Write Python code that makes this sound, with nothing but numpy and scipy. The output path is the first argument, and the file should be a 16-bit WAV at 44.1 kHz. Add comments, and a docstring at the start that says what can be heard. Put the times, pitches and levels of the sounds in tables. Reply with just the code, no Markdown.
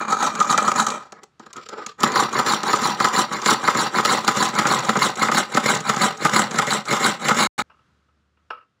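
"""A small coping saw cuts into a hand-held board on a porch, about three strokes a second, with one pause to regrip.
Striking teeth and snapping fibres, made of pulses and noise, pass through the ringing of board, blade and bow.
Short bursts add the snags and ticks of the blade; smooth noise rubs are the hand sliding on the wood.
All sound cuts out for a tenth of a second, then a brief scrap of sawing is heard; a wooden box is handled and knocked.
Faint outdoor air is shaped noise; a wavering low tone hums far off while the box is handled."""
import sys
import numpy as np
from scipy import signal
from scipy.fft import rfft, irfft
from scipy.io import wavfile
from scipy.ndimage import uniform_filter1d

SR = 44100
rng = np.random.default_rng(int(sys.argv[2]) if len(sys.argv) > 2 else 0)


def generate_wav(signal):
    """Clip the signal to [-1, 1] and save it as 16-bit WAV at the path in sys.argv[1]."""
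    frames = np.transpose(np.atleast_2d(signal))
    scaled = np.clip(frames, -1, 1) * 32767
    pcm = np.round(scaled).astype(np.int16)
    wavfile.write(sys.argv[1], SR, pcm)


N = 388080
T = np.arange(N) / SR  # time axis, s
HAND_T = np.arange(0, N / SR, .001)  # coarser time axis for the hand's movements, s

# Levels in the tables are starting points: mixing trims and the final shaping come on top.
# colour of the outdoor air: [f/Hz, level/dB]
AIR = [(25, -26.5), (60, -13), (130, -11), (200, -13.5), (280, -18), (900, -28.5), (1290, -19.5),
       (1600, -24), (2200, -30.5), (3400, -32), (7000, -41), (15000, -62.5)]
AIR_DB = -70.5  # before its slow wander and fades
HUM_HZ, HUM_DB = 74, -69  # centre pitch and base level of the far hum
# wood touches the box: [t/s, level/dB]
BOX_TAPS = [(7.698, -44), (7.713, -48), (7.789, -53), (8.084, -58), (8.369, -58.5), (8.503, -20.5)]
# ringing tones of the box: [f/Hz, level/dB, time to fall 60 dB/s]
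BOX_TONES = [(496, -2, 0.23), (617, -11.5, 0.26), (874, 5, 0.11), (1060, 5, 0.16), (1210, -4, 0.17),
             (1303, 9, 0.25), (1503, -8.5, 0.26), (2310, -11, 0.24), (2750, -12, .25), (2880, -7, .1),
             (3270, -17, .2), (3758, -24, 0.19), (5260, -15, 0.1), (5560, -12, .06)]
# colour of the dry clack on the box: [f/Hz, level/dB]
BOX_CRACK = [(120, -66), (200, -34), (471, -21), (858, -22.5), (1270, -6), (2060, -31), (2850, -18.5),
             (3210, -40), (5270, -41), (6150, -59), (12000, -62), (15600, -97), (22000, -120)]

# the hand slides to a new grip: [start t/s, length/s, board level/dB, hiss level/dB]
RUBS = [(1.0, 0.084, -57, -63), (1.135, 0.099, -48.5, -67), (1.4, 0.17, -51, -60),
        (1.555, 0.04, -36.5, -50), (1.61, 0.11, -46, -49), (1.7, 0.14, -33.5, -48.5),
        (1.86, 0.048, -41, -45.5)]
RUB_ATTACK_S, RUB_RELEASE_S = 0.004, .013
# colour of the hand on the wood: [f/Hz, level/dB]
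RUB_COLOUR = [(53, -54.5), (90, -26.5), (135, -17), (235, -13.5), (458, -6), (735, -18), (1120, -7.5),
              (1280, -1), (1410, -7.5), (2500, -26), (3250, -56), (5500, -120)]
# colour of the dry hiss of the hand: [f/Hz, level/dB]
SCUFF_COLOUR = [(1180, -28.5), (2000, -11.5), (2220, -5.5), (4260, -6.5), (5680, -8), (6470, -25),
                (7310, -7.5), (8260, -30), (16000, -40.5)]

# the blade flicks against the side of the kerf (the slot it cuts): [t/s, level/dB, relative board level/dB]
TICKS = [(0.7166, -14.5, 1), (0.903, -16, -11), (1.122, -30.5, 1), (1.2336, -32.5, -5), (1.396, -39, 8.5),
         (1.463, -41.5, 7), (1.53, -27.5, -13), (1.5642, -28, -1), (1.6884, -25.5, -6), (1.8632, -18, -7.5),
         (2.0042, -20.5, -3), (2.5372, -13.5, -8), (2.6325, -17, 2.5), (2.7603, -16, -3.5),
         (3.46, -6.5, -4), (3.7483, -20.5, 10.5), (4.3689, -14, 1), (4.4504, -14.5, -23),
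         (4.4874, -19.5, -5.5), (4.6697, -10.5, -4.5), (4.7884, -15, -4), (4.968, -15.5, 5),
         (5.1558, -22, -12), (5.546, -14, 3), (5.7496, -11, -14.5), (5.963, -17, 4), (6.1721, -28.5, -14.5),
         (6.8542, -25, -8)]
# colour of a flick against the steel: [f/Hz, level/dB]
TICK_COLOUR = [(1180, -49), (2000, -2.5), (2690, -10.5), (3170, -9), (3870, -5), (5120, -8), (6880, 0),
               (9090, -19), (10700, -21), (13700, -41), (15200, -21.5), (16000, -37)]
# spells of sawing, before and after the regrip: [start t/s, end t/s]
BOUTS_S = [(0, .97), (2.0, 7.47)]
# fainter chance flicks: how many, base level, spread either way, relative board level
FLICKS_PER_S, FLICK_DB, FLICK_SPREAD_DB, FLICK_BOARD_DB = 4, -20, -0.5, -2
# the blade snags and jumps free: [t/s, level/dB, relative treble level/dB]
CATCHES = [(0.123, -6.5, -16.5), (0.226, -10, -14.5), (0.265, -11.5, -11), (0.402, -3, -17),
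           (0.526, -8.5, -12), (0.541, -11, -25), (0.577, -4.5, -11), (0.679, -3.5, -18), (0.866, -9, -9.5),
           (2.033, -2.5, -11), (2.156, -5.5, -15), (2.388, -6, -14.5), (2.463, -11, -10), (2.73, -3, -15.5),
           (2.852, -9.5, -17.5), (3.001, -4.5, -17.5), (3.044, -4.5, -12), (3.509, -5, -11.5),
           (3.676, -2, -19.5), (3.983, -3.5, -22), (4.05, -7, -7), (4.278, -2.5, -10.5), (4.588, -4.5, -12),
           (4.652, -6, -28), (4.892, -2.5, -18), (4.954, -8, -24.5), (5.228, -5.5, -19), (5.285, -6.5, -26),
           (5.316, -8, -14), (5.571, -1.5, -18.5), (5.893, -5.5, -13), (6.25, -2.5, -16), (6.586, -5, -10),
           (6.926, -8.5, -12), (7.284, -6, -10), (7.307, -4, -23), (7.589, -16, -8.5)]

# stages of the cut: board pressed flat, held by its edge, blade deep in the wood: [t/s]
STAGE_S = [1.0, 2.3, 6.5]
# board resonances before their drift: [f/Hz, width/Hz, level/dB in each of the three stages]
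BOARD = [(142.8, 43, -16.5, -10.5, -4), (221.2, 51.6, -7.5, -6, 0.5), (338, 126, -13.5, -8, -5.5),
         (462.4, 130, -14, -8.5, -4.5), (582.6, 62.4, -12, -10.5, -3.5), (790, 59, -8, -7.5, -2.5),
         (934, 126, -10, -7.5, -6.5), (1079, 64, -8.5, -4, -3.5), (1206, 95, -3.5, -3.5, -3.5),
         (1294, 98, -2.5, -4, -2), (1490, 169, -12, -9, -3.5), (1793, 740, -18, -13.5, -8.5),
         (2104, 214, -25.5, -13, -5)]
# colour of the rasp in each stage, before its drift: [f/Hz, level/dB]
RASP_START = [(1530, -33), (2600, -12), (2760, -17), (3050, -2.5), (3520, -6.5), (3800, -1.5), (4100, -2.5),
              (5350, -6.5), (6050, 3), (7260, 1), (9050, -15), (10700, -17.5), (12200, -26), (13700, -32.5),
              (15100, -19.5), (16000, -31.5)]
RASP_MIDDLE = [(1530, -22.5), (2600, -4.5), (4230, 2.5), (5110, -0.5), (5350, -5), (5780, 4), (6190, -17),
               (7200, 3), (7600, -17), (8320, -17.5), (10100, -12), (12000, -23.5), (13600, -31),
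               (14300, -20.5), (14900, -12), (16000, -27)]
RASP_DEEP = [(1530, -25), (2600, -7), (2910, -1.5), (3550, -1.5), (4040, 1), (4360, -3.5), (4600, -4),
             (5650, -4.5), (6300, -5), (7600, 0), (8400, -14), (10500, -11.5), (11900, -23), (13700, -31),
             (14900, -15.5), (16000, -30.5)]
# resonances of the steel blade before their drift: [f/Hz, width/Hz, level/dB]
BLADE = [(3200, 87, -15), (4020, 75, -7), (4900, 33, -4.5), (5160, 24, 1), (6000, 71, 3.5), (6400, 300, 2),
         (7525, 140, 1.5), (7392, 190, 8.5), (8960, 84, -22.5), (10200, 210, -2.5), (14500, 700, -34.5)]
# resonances of the steel bow: [f/Hz, width/Hz, level/dB]
BOW = [(1210, 92, -1.5), (1310, 55, 3.5), (2379, 54, -8), (3130, 30, -24.5)]
# ring of the bow before biting damps it: [level/dB, one per stage]
BOW_DB = [-1, -6, -2.5]
# cutting strokes: [t/s at full speed, length/s, board level/dB, rasp level/dB]
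CUTS = [(0.227, 0.075, -17.5, -28.5), (0.509, 0.035, -15.5, -24.5), (0.793, 0.047, -15, -23.5),
        (2.194, 0.069, -14.5, -24.0), (2.512, 0.068, -16.5, -23.0), (2.856, 0.086, -18, -26.0),
        (3.18, 0.053, -14.5, -20.5), (3.496, 0.063, -15.5, -22.0), (3.803, 0.071, -17.5, -24.0),
        (4.108, 0.077, -14.5, -22.0), (4.417, 0.075, -17.0, -23.5), (4.72, 0.076, -15.5, -24.5),
        (5.037, 0.058, -16.0, -22.5), (5.372, 0.056, -16, -22.0), (5.694, 0.073, -16, -23.5),
        (6.036, 0.062, -15.5, -23.0), (6.377, 0.065, -14.5, -22.0), (6.719, 0.057, -16.0, -21.5),
        (7.053, 0.064, -14.5, -21.0), (7.414, 0.068, -15, -20.5)]
# lighter return strokes: [t/s at full speed, length/s, board level/dB, rasp level/dB]
RETURNS = [(0.019, 0.047, -23.5, -41.0), (0.118, 0.044, -16.5, -30.0), (0.418, 0.092, -22.5, -35.5),
           (0.643, 0.15, -21.5, -35.0), (0.902, 0.085, -25.5, -38.5), (2.062, 0.068, -19, -32.0),
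           (2.372, 0.066, -19.5, -32.0), (2.701, 0.083, -19, -28.0), (3.053, 0.08, -19.5, -30.5),
           (3.355, 0.079, -23.0, -34.0), (3.676, 0.081, -20.5, -30.5), (3.973, 0.051, -16.5, -27.5),
           (4.3, 0.11, -24.0, -31.5), (4.591, 0.077, -19.5, -31.5), (4.881, 0.12, -24.0, -33.0),
           (5.227, 0.058, -17.0, -26.0), (5.564, 0.078, -24.5, -32.0), (5.901, 0.066, -19.5, -29.5),
           (6.255, 0.066, -21.5, -29.5), (6.593, 0.1, -21.5, -32.0), (6.929, 0.064, -17.5, -25.5),
           (7.279, 0.084, -21.5, -29.0), (7.593, 0.03, -21.0, -29)]
RISE_DB, FALL_DB = 12, 7.5  # steepness of a stroke's flanks, per half length
RUN_UP, START = 2.6, .8  # rest lies this far before full speed; time taken to grip (half lengths)
HISS_POWER = 1.16  # the hiss grows faster with speed than the board sound does
GRAB_DB, GRABS_PER_S = 1.29, 70  # the teeth grab unevenly within a stroke
# all sound cuts out: [start t/s, end t/s]
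SILENCE_S = (7.472, 7.58)
SAW_END_S = 7.622
TOP_HZ = 15600  # hardly anything sounds above this


def undb(db):
    """Turn decibels into a gain."""
    return 10 ** (np.asarray(db) / 20)


def unit(x):
    """Scale to an rms (average strength) of 1."""
    return x / np.sqrt(np.mean(x ** 2))


def add(out, s, x):
    """Mix x into out from time s on."""
    i = int(s * SR)
    out[i:i + len(x)] += x[:N - i]


def convolve(x, response):
    """Let x ring through a response, keeping its length."""
    return signal.oaconvolve(x, response)[:len(x)]


def colour(points, size=1024):
    """Make a response of unit energy with the given spectrum that never sounds before its cause."""
    hz, db = np.transpose(points)
    bins = np.maximum(np.fft.rfftfreq(size, 1 / SR), 1)
    level_db = np.interp(np.log(bins), np.log(hz), db)
    # folding the cepstrum (the spectrum of the log spectrum) puts the energy as early as possible
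    cepstrum = irfft(np.log(undb(level_db)))
    cepstrum[1:size // 2] *= 2
    cepstrum[size // 2 + 1:] = 0
    h = irfft(np.exp(rfft(cepstrum)))
    return h / np.linalg.norm(h)


def resonances(hz, width, db, size=3000):
    """Ring of unit energy from fading tones; a wider resonance dies sooner, neighbours swing oppositely."""
    t = T[:size]
    h = np.zeros(size)
    for k, (f, w, d) in enumerate(zip(hz, width, db)):
        fading = np.exp(-np.pi * w * t)
        h += (-1) ** k * undb(d) * w * fading * np.sin(2 * np.pi * f * t)
    return h / np.linalg.norm(h)


def walk(rate):
    """Smooth random wander with a spread near 1, taking about rate new values a second."""
    k = max(int(SR / rate), 1)
    steps = np.repeat(rng.standard_normal(N // k + 1), k)
    return unit(uniform_filter1d(steps, k)[:N])


def pulses(rate, scatter_db):
    """One pulse of random size per cycle of a moving rate."""
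    wraps = np.diff(np.floor(np.cumsum(rate) / SR), prepend=0) > 0
    size_db = scatter_db * np.clip(rng.standard_normal(N), -2, 2)
    return unit(wraps * undb(size_db))


def even(x, count=1500):
    """Hold the slow level near 1 and keep the fast grain."""
    return x / np.sqrt(uniform_filter1d(x ** 2, count) + 1e-9)


def burst(x, db, size=500):
    """Scale a short burst by its loudest stretch, so that its peaks lie near db."""
    return x * undb(db - 11) / np.sqrt(uniform_filter1d(x ** 2, size).max())


def staged(x, responses):
    """Sound of x through responses that take over from each other as the cut advances."""
    shares = [np.interp(T, STAGE_S, row) for row in np.eye(len(responses))]
    return sum(share * convolve(x, h) for share, h in zip(shares, responses))


def at_stage(s, responses):
    """The blend of responses that holds at time s."""
    return sum(np.interp(s, STAGE_S, row) * h for row, h in zip(np.eye(len(responses)), responses))


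def wandering(x, depth, rate):
    """Resonances drift up and down together as the grip and the load change."""
    shift_s = np.cumsum(depth * walk(rate)) / SR
    return np.interp(T + shift_s, T, x, period=T[-1])


def shifting(x, place, ring_s, ring_db, count=6):
    """Each place of contact (0-1) rings in its own way, so the fine colour shifts as the contact slides."""
    out, t = 0, T[:900]
    for spot in np.linspace(0, 1, count):
        ring = rng.standard_normal(len(t)) * np.exp(-t / ring_s)
        response = (t == 0) + undb(ring_db) * ring / np.linalg.norm(ring)
        nearness = np.maximum(1 - np.abs(place - spot) * (count - 1), 0)
        out = out + nearness * convolve(x, response)
    return out


def levels(rows, shape):
    """Gains of board sound and hiss for a table of movements whose powers add up."""
    wood, hiss = 1e-12, 1e-12
    for s, length, board_db, hiss_db in rows:
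        speed = shape(s, length)
        wood = wood + (undb(board_db) * speed) ** 2
        hiss = hiss + (undb(hiss_db) * speed ** HISS_POWER) ** 2
    return np.array([np.interp(T, HAND_T, np.sqrt(power)) for power in (wood, hiss)])


def jolts(times, length_s, decay_s, count=5):
    """For each snag, a sharp first break, then a few more teeth that let go, each with a short crunch."""
    t = T[:3000]
    for s in times:
        force = np.zeros(len(t))
        for k, (lag, size) in enumerate(rng.random((count, 2))):
            strength = .5 + size if k else 1.5
            age = t - length_s * (k + lag * (k > 0)) / count
            force += (age >= 0) * strength * np.exp(-np.abs(age) / 0.0021 - t / decay_s)
        yield s, force * rng.standard_normal(len(t))


def background():
    """Faint outdoor air from noise, with a far, wavering hum while the box is handled."""
    air = unit(convolve(rng.standard_normal(N), colour(AIR, size=4096))) * undb(1.2 * walk(9.2))
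    air_fade_db = np.interp(T, [7.5, 7.65, 8.55, 8.8], [4.0, 6.0, 0, -1.5])
    pitch = HUM_HZ * (1 + 0.021 * walk(12))
    hum = unit(np.sin(2 * np.pi * np.cumsum(pitch) / SR)) * undb(2.3 * walk(10))
    hum_fade = np.interp(T, [7.6, 7.65, 8.55, 8.65], [0, 1, 1, 0])
    return air * undb(AIR_DB + air_fade_db) + hum * undb(HUM_DB) * hum_fade


def porch(x, t60=0.2, wet_db=-17):
    """Floor and nearby walls return a short, dull tail; t60 is its time to fall 60 dB, in s."""
    t = T[:16000]
    tail = rng.standard_normal(len(t)) * np.exp(-np.log(1000) * t / t60) * (t > .004)
    tail = signal.sosfilt(signal.butter(1, 4500, fs=SR, output="sos"), tail)
    return x + undb(wet_db) * convolve(x, tail / np.linalg.norm(tail))


def box():
    """A stick scuffs onto thin panels: a dry clack, their ring, and a short rattle as it settles."""
    out, t = np.zeros(N), T[:16000]
    ring = sum(undb(db - 60 * t / t60) * np.sin(2 * np.pi * hz * t) for hz, db, t60 in BOX_TONES)
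    ring_start = 1 - np.exp(-t / 0.0029)
    for s, db in BOX_TAPS:
        contact = rng.standard_normal(len(t)) * t / 0.0037 * np.exp(-t / 0.0037)
        rattle_gain = undb(2.6 * walk(147.6)[:len(t)] - 26) * np.exp(-(t / 0.082) ** 2)
        rattle = rng.standard_normal(len(t)) * rattle_gain
        clack = convolve(contact + rattle, colour(BOX_CRACK))
        add(out, s, burst(clack, db + 3.5) + burst(ring * ring_start, db - 1.5))
    return out


def slide(s, length):
    """A rub starts quickly, holds and dies away."""
    start = np.clip((HAND_T - s) / RUB_ATTACK_S, 0, 1)
    return start * np.exp(-np.maximum(HAND_T - s - length, 0) / RUB_RELEASE_S)


def rubbing(bow):
    """Board sound and hiss: a hand sticks and slips over the wood and stirs the resting saw."""
    skin = rng.standard_normal(N) * undb(7.7 * walk(70))
    place = np.interp(T, [RUBS[0][0], RUBS[-1][0]], [0, 1])
    wood = shifting(convolve(skin, colour(RUB_COLOUR)), place, ring_s=0.0057, ring_db=10.5, count=10)
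    wood = wood + undb(-16) * convolve(skin, bow)
    return even(wood), even(convolve(skin, colour(SCUFF_COLOUR)))


def regrip(bow):
    """The hand rubs over the board while the saw rests."""
    return np.sum(levels(RUBS, slide) * rubbing(bow), axis=0)


def flicks():
    """Faint flicks at random moments of each bout, as rows like those of TICKS."""
    rows = []
    for (start, end), draws in zip(BOUTS_S, np.split(rng.random((100, 2)), 2)):
        for when, size in draws[:int(FLICKS_PER_S * (end - start))]:
            db = FLICK_DB + FLICK_SPREAD_DB * (2 * size - 1)
            rows.append((start + (end - start) * when, db, FLICK_BOARD_DB))
    return rows


def ticks(board):
    """Light flicks ring the steel and stir the board a little."""
    out, steel, rows = np.zeros(N), colour(TICK_COLOUR), TICKS + flicks()
    forces = jolts(np.array(rows)[:, 0], length_s=.007, decay_s=0.0069)
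    for (s, force), (_, db, board_db) in zip(forces, rows):
        add(out, s, burst(convolve(force, steel), db + .5))
        add(out, s, burst(convolve(force, at_stage(s, board)), db + board_db + 3.5))
    return out


def catches(board, rasp, bow):
    """A snagged blade jumps free: it rings the bow and knocks the board, with a crunch."""
    out = np.zeros(N)
    # the knock is too brief to move the board's lowest tones much
    brief = signal.butter(1, 220, "high", fs=SR, output="sos")
    forces = jolts(np.array(CATCHES)[:, 0], length_s=.012, decay_s=0.012)
    for (s, force), (_, db, treble_db) in zip(forces, CATCHES):
        knock = signal.sosfilt(brief, convolve(force, at_stage(s, board)))
        crunch = convolve(force, at_stage(s, rasp))
        add(out, s, burst(knock, db + .5))
        add(out, s, burst(convolve(force, bow), db - 5))
        add(out, s, burst(crunch, db + treble_db + 7.5))
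    return out


def swell(s, length):
    """A stroke starts from rest, speeds up to a rounded top and slows into the next turn."""
    age = 2 * (HAND_T - s) / length  # in half lengths
    flank_db = np.where(age < 0, RISE_DB, FALL_DB)
    return np.clip((age + RUN_UP) / START, 0, 1) * undb(-flank_db * (np.hypot(1, age) - 1))


def sawing(bite, board, rasp, blade, bow):
    """Board sound and rasp: teeth strike faster as they bite, fibres snap, the blade chatters in the kerf."""
    cycles = np.interp(T, np.array(CUTS)[:, 0], np.arange(len(CUTS)))
    travel = .5 + .5 * np.sin(2 * np.pi * cycles)  # place along the blade, its middle at each cut
    speed = .35 + .65 * bite
    teeth = pulses(1200 * speed * np.exp(.22 * walk(500)), scatter_db=5.5)
    slips = pulses(190 * np.sqrt(speed) * np.exp(.35 * walk(150)), scatter_db=8)
    chatter = 0.87 + unit(convolve(slips, np.exp(-T[:1000] / 0.0048)))
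    snap_db = 2.0 * np.minimum(rng.exponential(size=N), 6)
    fibres = unit(rng.standard_normal(N) * undb(snap_db))

    wood = wandering(staged(chatter * (teeth + 1.08 * fibres), board), depth=.018, rate=14)
    wood = shifting(wood, travel, ring_s=0.0017, ring_db=-4.5)
    # the bow rings most while the teeth skate; biting damps it
    bow_gain = undb(np.interp(T, STAGE_S, BOW_DB) - 3.9 * bite)
    wood = wood + bow_gain * convolve(chatter * fibres, bow)

    tearing = chatter * (.25 * teeth + fibres)
    hiss = staged(tearing, rasp) + undb(-8.5) * convolve(tearing, blade)
    hiss = shifting(wandering(hiss, depth=.012, rate=12), travel, ring_s=0.0014, ring_db=1.0)
    # the finest crackle grows as the teeth dig in
    dull = signal.sosfiltfilt(signal.butter(6, 8200, fs=SR, output="sos"), hiss)
    crackle = (hiss - dull) * undb(4 - 4.5 * (1 - bite))
    return even(wood), even(dull + crackle)


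def strokes(board, rasp, blade, bow):
    """Cuts and returns play the saw; the harder the stroke, the deeper the teeth bite."""
    wood_gain, rasp_gain = levels(CUTS + RETURNS, swell) * undb(GRAB_DB * walk(GRABS_PER_S))
    bite = np.clip((20 * np.log10(rasp_gain) + 42) / 22, 0, 1)  # 0 when the teeth skate, 1 when they cut
    wood, hiss = sawing(bite, board, rasp, blade, bow)
    return undb(-0.9) * wood_gain * wood + undb(0.6) * rasp_gain * hiss


def scene():
    """The sawing, a moment when all sound cuts out, a brief scrap of sawing, then the box."""
    hz, width, *stage_db = np.transpose(BOARD)
    board = [resonances(hz, width, db) for db in stage_db]
    rasp = [colour(points) for points in (RASP_START, RASP_MIDDLE, RASP_DEEP)]
    blade = resonances(*np.transpose(BLADE))
    bow = resonances(*np.transpose(BOW))
    saw = strokes(board, rasp, blade, bow) + regrip(bow) + catches(board, rasp, bow) + ticks(board)
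    mix = porch(saw) * (T < SAW_END_S) + box() + background()
    sounding = (T < SILENCE_S[0]) | (T > SILENCE_S[1])
    gate = uniform_filter1d(1. * sounding, size=64)  # soft edges; all sound cuts out, air included
    return (mix * gate)[None]


def record(dry):
    """Thin the deep bass, round the loudest peaks and cut the top."""
    thin = signal.sosfilt(signal.butter(2, 62, "high", fs=SR, output="sos"), dry)
    rounded = np.tanh(0.8 * thin) / 0.81
    return signal.sosfilt(signal.ellip(8, .2, 70, TOP_HZ, fs=SR, output="sos"), rounded)


dry = scene()
out = record(dry)
generate_wav(out)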